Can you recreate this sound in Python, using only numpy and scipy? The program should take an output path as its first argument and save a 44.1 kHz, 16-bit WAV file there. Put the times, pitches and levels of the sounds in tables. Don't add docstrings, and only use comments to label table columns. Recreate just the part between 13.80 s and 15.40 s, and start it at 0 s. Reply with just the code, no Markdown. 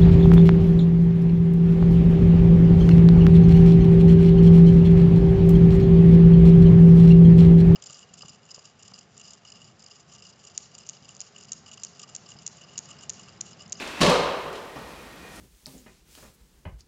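import sys
import numpy as np
from scipy import signal
from scipy.fft import rfft, irfft
from scipy.io import wavfile

SR = 44100
rng = np.random.default_rng(int(sys.argv[2]) if len(sys.argv) > 2 else 0)


def boost_factor(decibels):
    exponent = np.asarray(decibels, float) / 20
    return 10 ** exponent


def to_wav(s):
    ch = np.atleast_2d(s).T
    pcm = np.round(np.clip(ch, -1, 1) * 32767)
    wavfile.write(sys.argv[1], SR, pcm.astype(np.int16))


N = 70560


def rms_one(x):
    return x / np.sqrt(np.mean(x ** 2) + 1e-20)


def in_time(rows):
    return boost_factor(np.interp(np.arange(N) / SR, *np.transpose(rows)))


def at_hz(points, hz):
    points = np.array(points)
    return np.interp(np.log(hz + 1), np.log(points[:, 0]), points[:, 1])


def butter_filter(x, order, hz, kind="low"):
    return signal.sosfilt(signal.butter(order, hz, kind, fs=SR, output="sos"), x)


def colour(x, spectrum):
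    size = 2 ** 17
    hz = np.arange(size // 2 + 1) * SR / size
    slope = 18 * np.minimum(np.log2((hz + 1) / spectrum[0][0]), 0)
    cepstrum = irfft(np.log(boost_factor(at_hz(spectrum, hz) + slope)))
    cepstrum[1:size // 2] *= 2
    cepstrum[size // 2 + 1:] = 0
    return irfft(rfft(x, size) * np.exp(rfft(cepstrum)))[:N]


def drift(rate):
    r = np.exp(-2 * np.pi * rate / SR)
    wander = signal.lfilter([1], [1, -2 * r, r * r], rng.standard_normal(N + SR))
    return rms_one(wander[SR:])


def ring(clicks, hz, t60):
    r = boost_factor(-60 / (t60 * SR))
    w = 2 * np.pi * hz / SR
    return signal.lfilter([0, np.sin(w)], [1, -2 * r * np.cos(w), r * r], clicks + 1e-18)


def fade(starts, t60):
    return signal.lfilter([1], [1, -boost_factor(-60 / (t60 * SR))], starts)


def grains(per_s, spread_db):
    happens = rng.random(N) < per_s / SR
    size = boost_factor(spread_db * np.minimum(rng.exponential(1, N), 4))
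    return happens * size * rng.choice([-1, 1], N)


def chatter(column, per_s, t60, soft_hz):
    # start in seconds, tread thud in dB, panel boom in dB, frame clatter in dB.
    blows = np.array([(0.072, -65, -60, -39), (0.2043, -11, -22, -29), (0.2108, -8, -12, -12.5),
                      (0.229, -12.5, -12, -21.5), (0.245, -13, -21, -26), (0.261, -5.5, -18.5, -23.5),
                      (0.282, -13, -15, -28), (0.293, -40, -24.5, -26), (0.31, -25.5, -12, -28.5),
                      (0.339, -17, -18, -33.5), (0.353, -22, -21.5, -38), (0.395, -35, -21, -55),
                      (0.432, -34, -34, -44), (0.469, -48, -22, -50), (0.518, -45, -29, -61),
                      (0.656, -35, -29, -58), (0.699, -46.5, -31.5, -65), (.726, -30, -30.5, -41),
                      (0.753, -46, -41.5, -41.5), (0.939, -33, -44, -66), (.959, -32, -31, -45),
                      (0.986, -37, -40.5, -51), (1.01, -47, -38, -63), (1.069, -48, -47, -54),
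                      (1.38, -65, -56, -65), (1.440, -57, -65, -74)])
    rise = 0.0013 * SR
    starts = np.zeros(N)
    starts[(blows[:, 0] * SR).astype(int)] = boost_factor(blows[:, column])
    envelope = fade(starts + 1e-18, t60)
    envelope = signal.lfilter([1 / rise], [1, 1 / rise - 1], envelope)
    touches = (rng.random(N) < per_s / SR) * rng.standard_normal(N) * envelope
    return butter_filter(touches, 2, min(soft_hz, .4 * SR)) / np.sqrt(per_s * t60 / 14 + 1)


def body(force, modes):
    out = 0
    flips = rng.choice([-1, 1], (len(modes), N // 256 + 1))
    flips = np.repeat(flips, 256, axis=1)[:, :N]
    for flip, (hz, db, t60) in zip(flips, modes):
        out = out + boost_factor(db) * ring(force * flip, hz, t60)
    return out


def room_tone():
    # frequency in Hz, level in dB per Hz.
    room = [(30, -14), (66, 0.5), (105, -11), (150, -5), (330, -5.5), (1900, -14), (9000, -28),
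            (15500, -34.5)]
    # frequency in Hz, level in dB.
    whine_lines = [(1863, -61.5), (1895, -63), (2439, -63.5), (2466, -72)]
    tick_start_s, ticks_per_s, tick_db, tick_t60_s = .0237, 29.97, -53, .022
    hiss = boost_factor(-47 + 0.77 * drift(4.9)) * rms_one(colour(rng.standard_normal(N), room))
    whine = sum(boost_factor(db) * rms_one(ring(rng.standard_normal(N), hz, 0.41)) for hz, db in whine_lines)
    beats = np.zeros(N)
    times = np.arange(tick_start_s, N / SR - .001, 1 / ticks_per_s)
    beats[(times * SR).astype(int)] = 1
    puffs = fade(beats, tick_t60_s) * rng.standard_normal(N)
    return hiss + whine + boost_factor(tick_db) * butter_filter(puffs, 2, 9500, "high")


def rustle():
    # frequency in Hz, level in dB per Hz.
    cloth = [(1200, -14), (2500, -3), (5000, 2), (11000, -1.5), (15500, -18)]
    # time in seconds, level in dB.
    cloth_level = [(1.0, -72), (1.3, -68), (1.5, -62), (1.56, -52), (1.6, -50)]
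    rub = grains(12000, 2.5) * boost_factor(1.5 * drift(20))
    return in_time(cloth_level) * rms_one(colour(rub, cloth))


def drag():
    # frequency in Hz, level in dB per Hz.
    scrape = [(110, -10), (180, -8.5), (290, 0.5), (480, -7.5), (1000, -5.5), (2500, -7), (7300, -21),
              (15000, -43)]
    # time in seconds, level in dB.
    scrape_level = [(0, -34.5), (.1, -38.5), (.19, -38), (.4, -35.5), (.8, -56.5)]
    # frequency in Hz, width in Hz, level in dB.
    truck = [(296, 170, -6), (1030, 260, 5.5), (2610, 130, 6), (3500, 330, 2)]
    rub = grains(9000, 2.5) * boost_factor(.3 * drift(25))
    rings = sum(boost_factor(db) * rms_one(ring(rub, hz, 1.5 / width)) for hz, width, db in truck)
    mix = rms_one(colour(rub, scrape)) + boost_factor(-7.5) * rms_one(rings)
    return in_time(scrape_level) * rms_one(mix)


def stairwell(x):
    # frequency in Hz, time to fall by 60 dB in seconds.
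    decay = [(60, 0.53), (170, 0.58), (400, 1.04), (1000, 1.41), (2500, 1.18), (5000, 0.77), (9000, 0.34),
             (14000, 0.36)]
    build_up_s = 0.0057
    t = np.arange(N) / SR
    edges = 35 * 2 ** np.arange(0, 9.1, .5)
    white = rng.standard_normal((2, N))
    echo = 0
    for k, (low, high) in enumerate(zip(edges, edges[1:])):
        t60 = at_hz(decay, np.sqrt(low * high))
        band = butter_filter(white[k % 2], 2, [low, high], "band")
        echo = echo + band * boost_factor(-60 * t / t60) * np.sqrt(14 / t60 / SR)
    return signal.fftconvolve(x, echo * (1 - np.exp(-t / build_up_s)))[:N]


def flicks():
    # start in seconds, level in dB, centre frequency in Hz.
    strap_hits = [
        (.074, -33, 6540),
        (.211, -34.5, 12400),
        (.296, -32, 11000),
        (.727, -47, 8530),
        (.756, -48, 7000),
        (1.105, -41, 3400),
        (1.135, -43, 3470),
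        (1.165, -51, 3400),
    ]
    t60_s = .045
    t, out = np.arange(N) / SR, 0
    for s, db, hz in strap_hits:
        age = np.maximum(t - s, 0)
        puff = (t > s) * boost_factor(db - 60 * age / t60_s) * rng.standard_normal(N)
        out = out + butter_filter(puff + 1e-18, 2, [0.55 * hz, min(1.18 * hz, .45 * SR)], "band")
    return out


def tread():
    # frequency in Hz, level in dB, time to fall by 60 dB in seconds.
    wood = [(148, -4, 0.12), (162.8, 0, 0.11), (183.2, -3, 0.12), (226, -3.5, 0.12), (244, -10.5, 0.17),
            (299, -3.5, 0.077)]
    # start in seconds, frequency in Hz, level in dB, time to fall by 60 dB in seconds.
    pushes = [(0.21, 54, -8, .11), (.285, 62, -33, 0.23), (.41, 52, -45, 0.12), (.204, 187, -10.5, .17),
              (0.22, 164, -14, .13), (0.29, 180, -16.5, 0.12), (0.38, 150, -27, 0.24),
              (.262, 420, -14, 0.12), (.305, 500, -15, 0.317), (1.2, 490, -37, 0.073), (.64, 153, -36, 0.2),
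              (.96, 141, -27, 0.1), (1.58, 72, -35, 0.35)]
    rise_cycles = 3.1
    t, out = np.arange(N) / SR, 0
    force = chatter(1, per_s=900, t60=0.033, soft_hz=410)
    for k, (hz, db, t60) in enumerate(wood):
        out = out + .5 * (-1) ** k * boost_factor(db) * ring(force, hz, t60)
    out = butter_filter(out, 4, 139, "high")
    for s, hz, db, t60 in pushes:
        age = np.maximum(t - s, 0)
        swell = 1 - np.exp(-age * hz / rise_cycles)
        out = out + boost_factor(db - 60 * age / t60) * swell * np.sin(2 * np.pi * hz * age)
    return out


def appliance():
    # frequency in Hz, level in dB, time to fall by 60 dB in seconds.
    panel_modes = [(400, -2, 0.058), (430, -18, 0.021), (466.3, -4.5, 0.094), (501, -1, 0.072),
                   (554.3, -2.5, 0.082), (629.6, -3.5, 0.055), (681, -7, 0.089), (775, -0.5, 0.021),
                   (887, -8.5, 0.076), (1003.5, -0.5, 0.041), (1077, -0.5, 0.044), (1153, -5.5, 0.063),
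                   (1227, -4, 0.054), (1284, 1, 0.016)]
    # frequency in Hz, level in dB, time to fall by 60 dB in seconds.
    frame_modes = [(1890, 3.5, 0.0067), (2138, 3, .02), (2549, 0, 0.043), (2580, -11, 0.057),
                   (3050, -9, 0.031), (3132, 1.5, 0.021), (3530, -23, 0.018), (3870, 5, 0.011),
                   (4090, 6, 0.015), (4640, 4, 0.014), (5283, 2, 0.013)]
    # frequency in Hz, level in dB per Hz.
    crack = [(1400, 0.5), (2900, 4), (4200, -2), (6500, -5), (9000, -10), (12000, -21.5), (15500, -24)]
    panel_force = chatter(2, per_s=3000, t60=0.085, soft_hz=2130)
    frame_force = chatter(3, per_s=14000, t60=0.094, soft_hz=10200)
    broad = butter_filter(panel_force, 2, [300, 1500], "band")
    panels = 0.46 * body(panel_force, panel_modes) + boost_factor(28) * broad
    frame = 0.42 * body(frame_force, frame_modes) + boost_factor(26.7) * colour(frame_force, crack)
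    return panels + frame


def scene():
    load, thud = appliance() + flicks(), tread()
    echo = stairwell(boost_factor(-0.5) * load + boost_factor(-9) * thud)
    return (load + thud + echo + drag() + rustle() + room_tone())[None, :]


def top_cut(x):
    return signal.sosfilt(signal.butter(12, 15700, fs=SR, output="sos"), x)


def record(dry):
    mix = 0.83 * np.tanh(dry / 0.78)
    return top_cut(mix)


dry = scene()
out = record(dry)
to_wav(out)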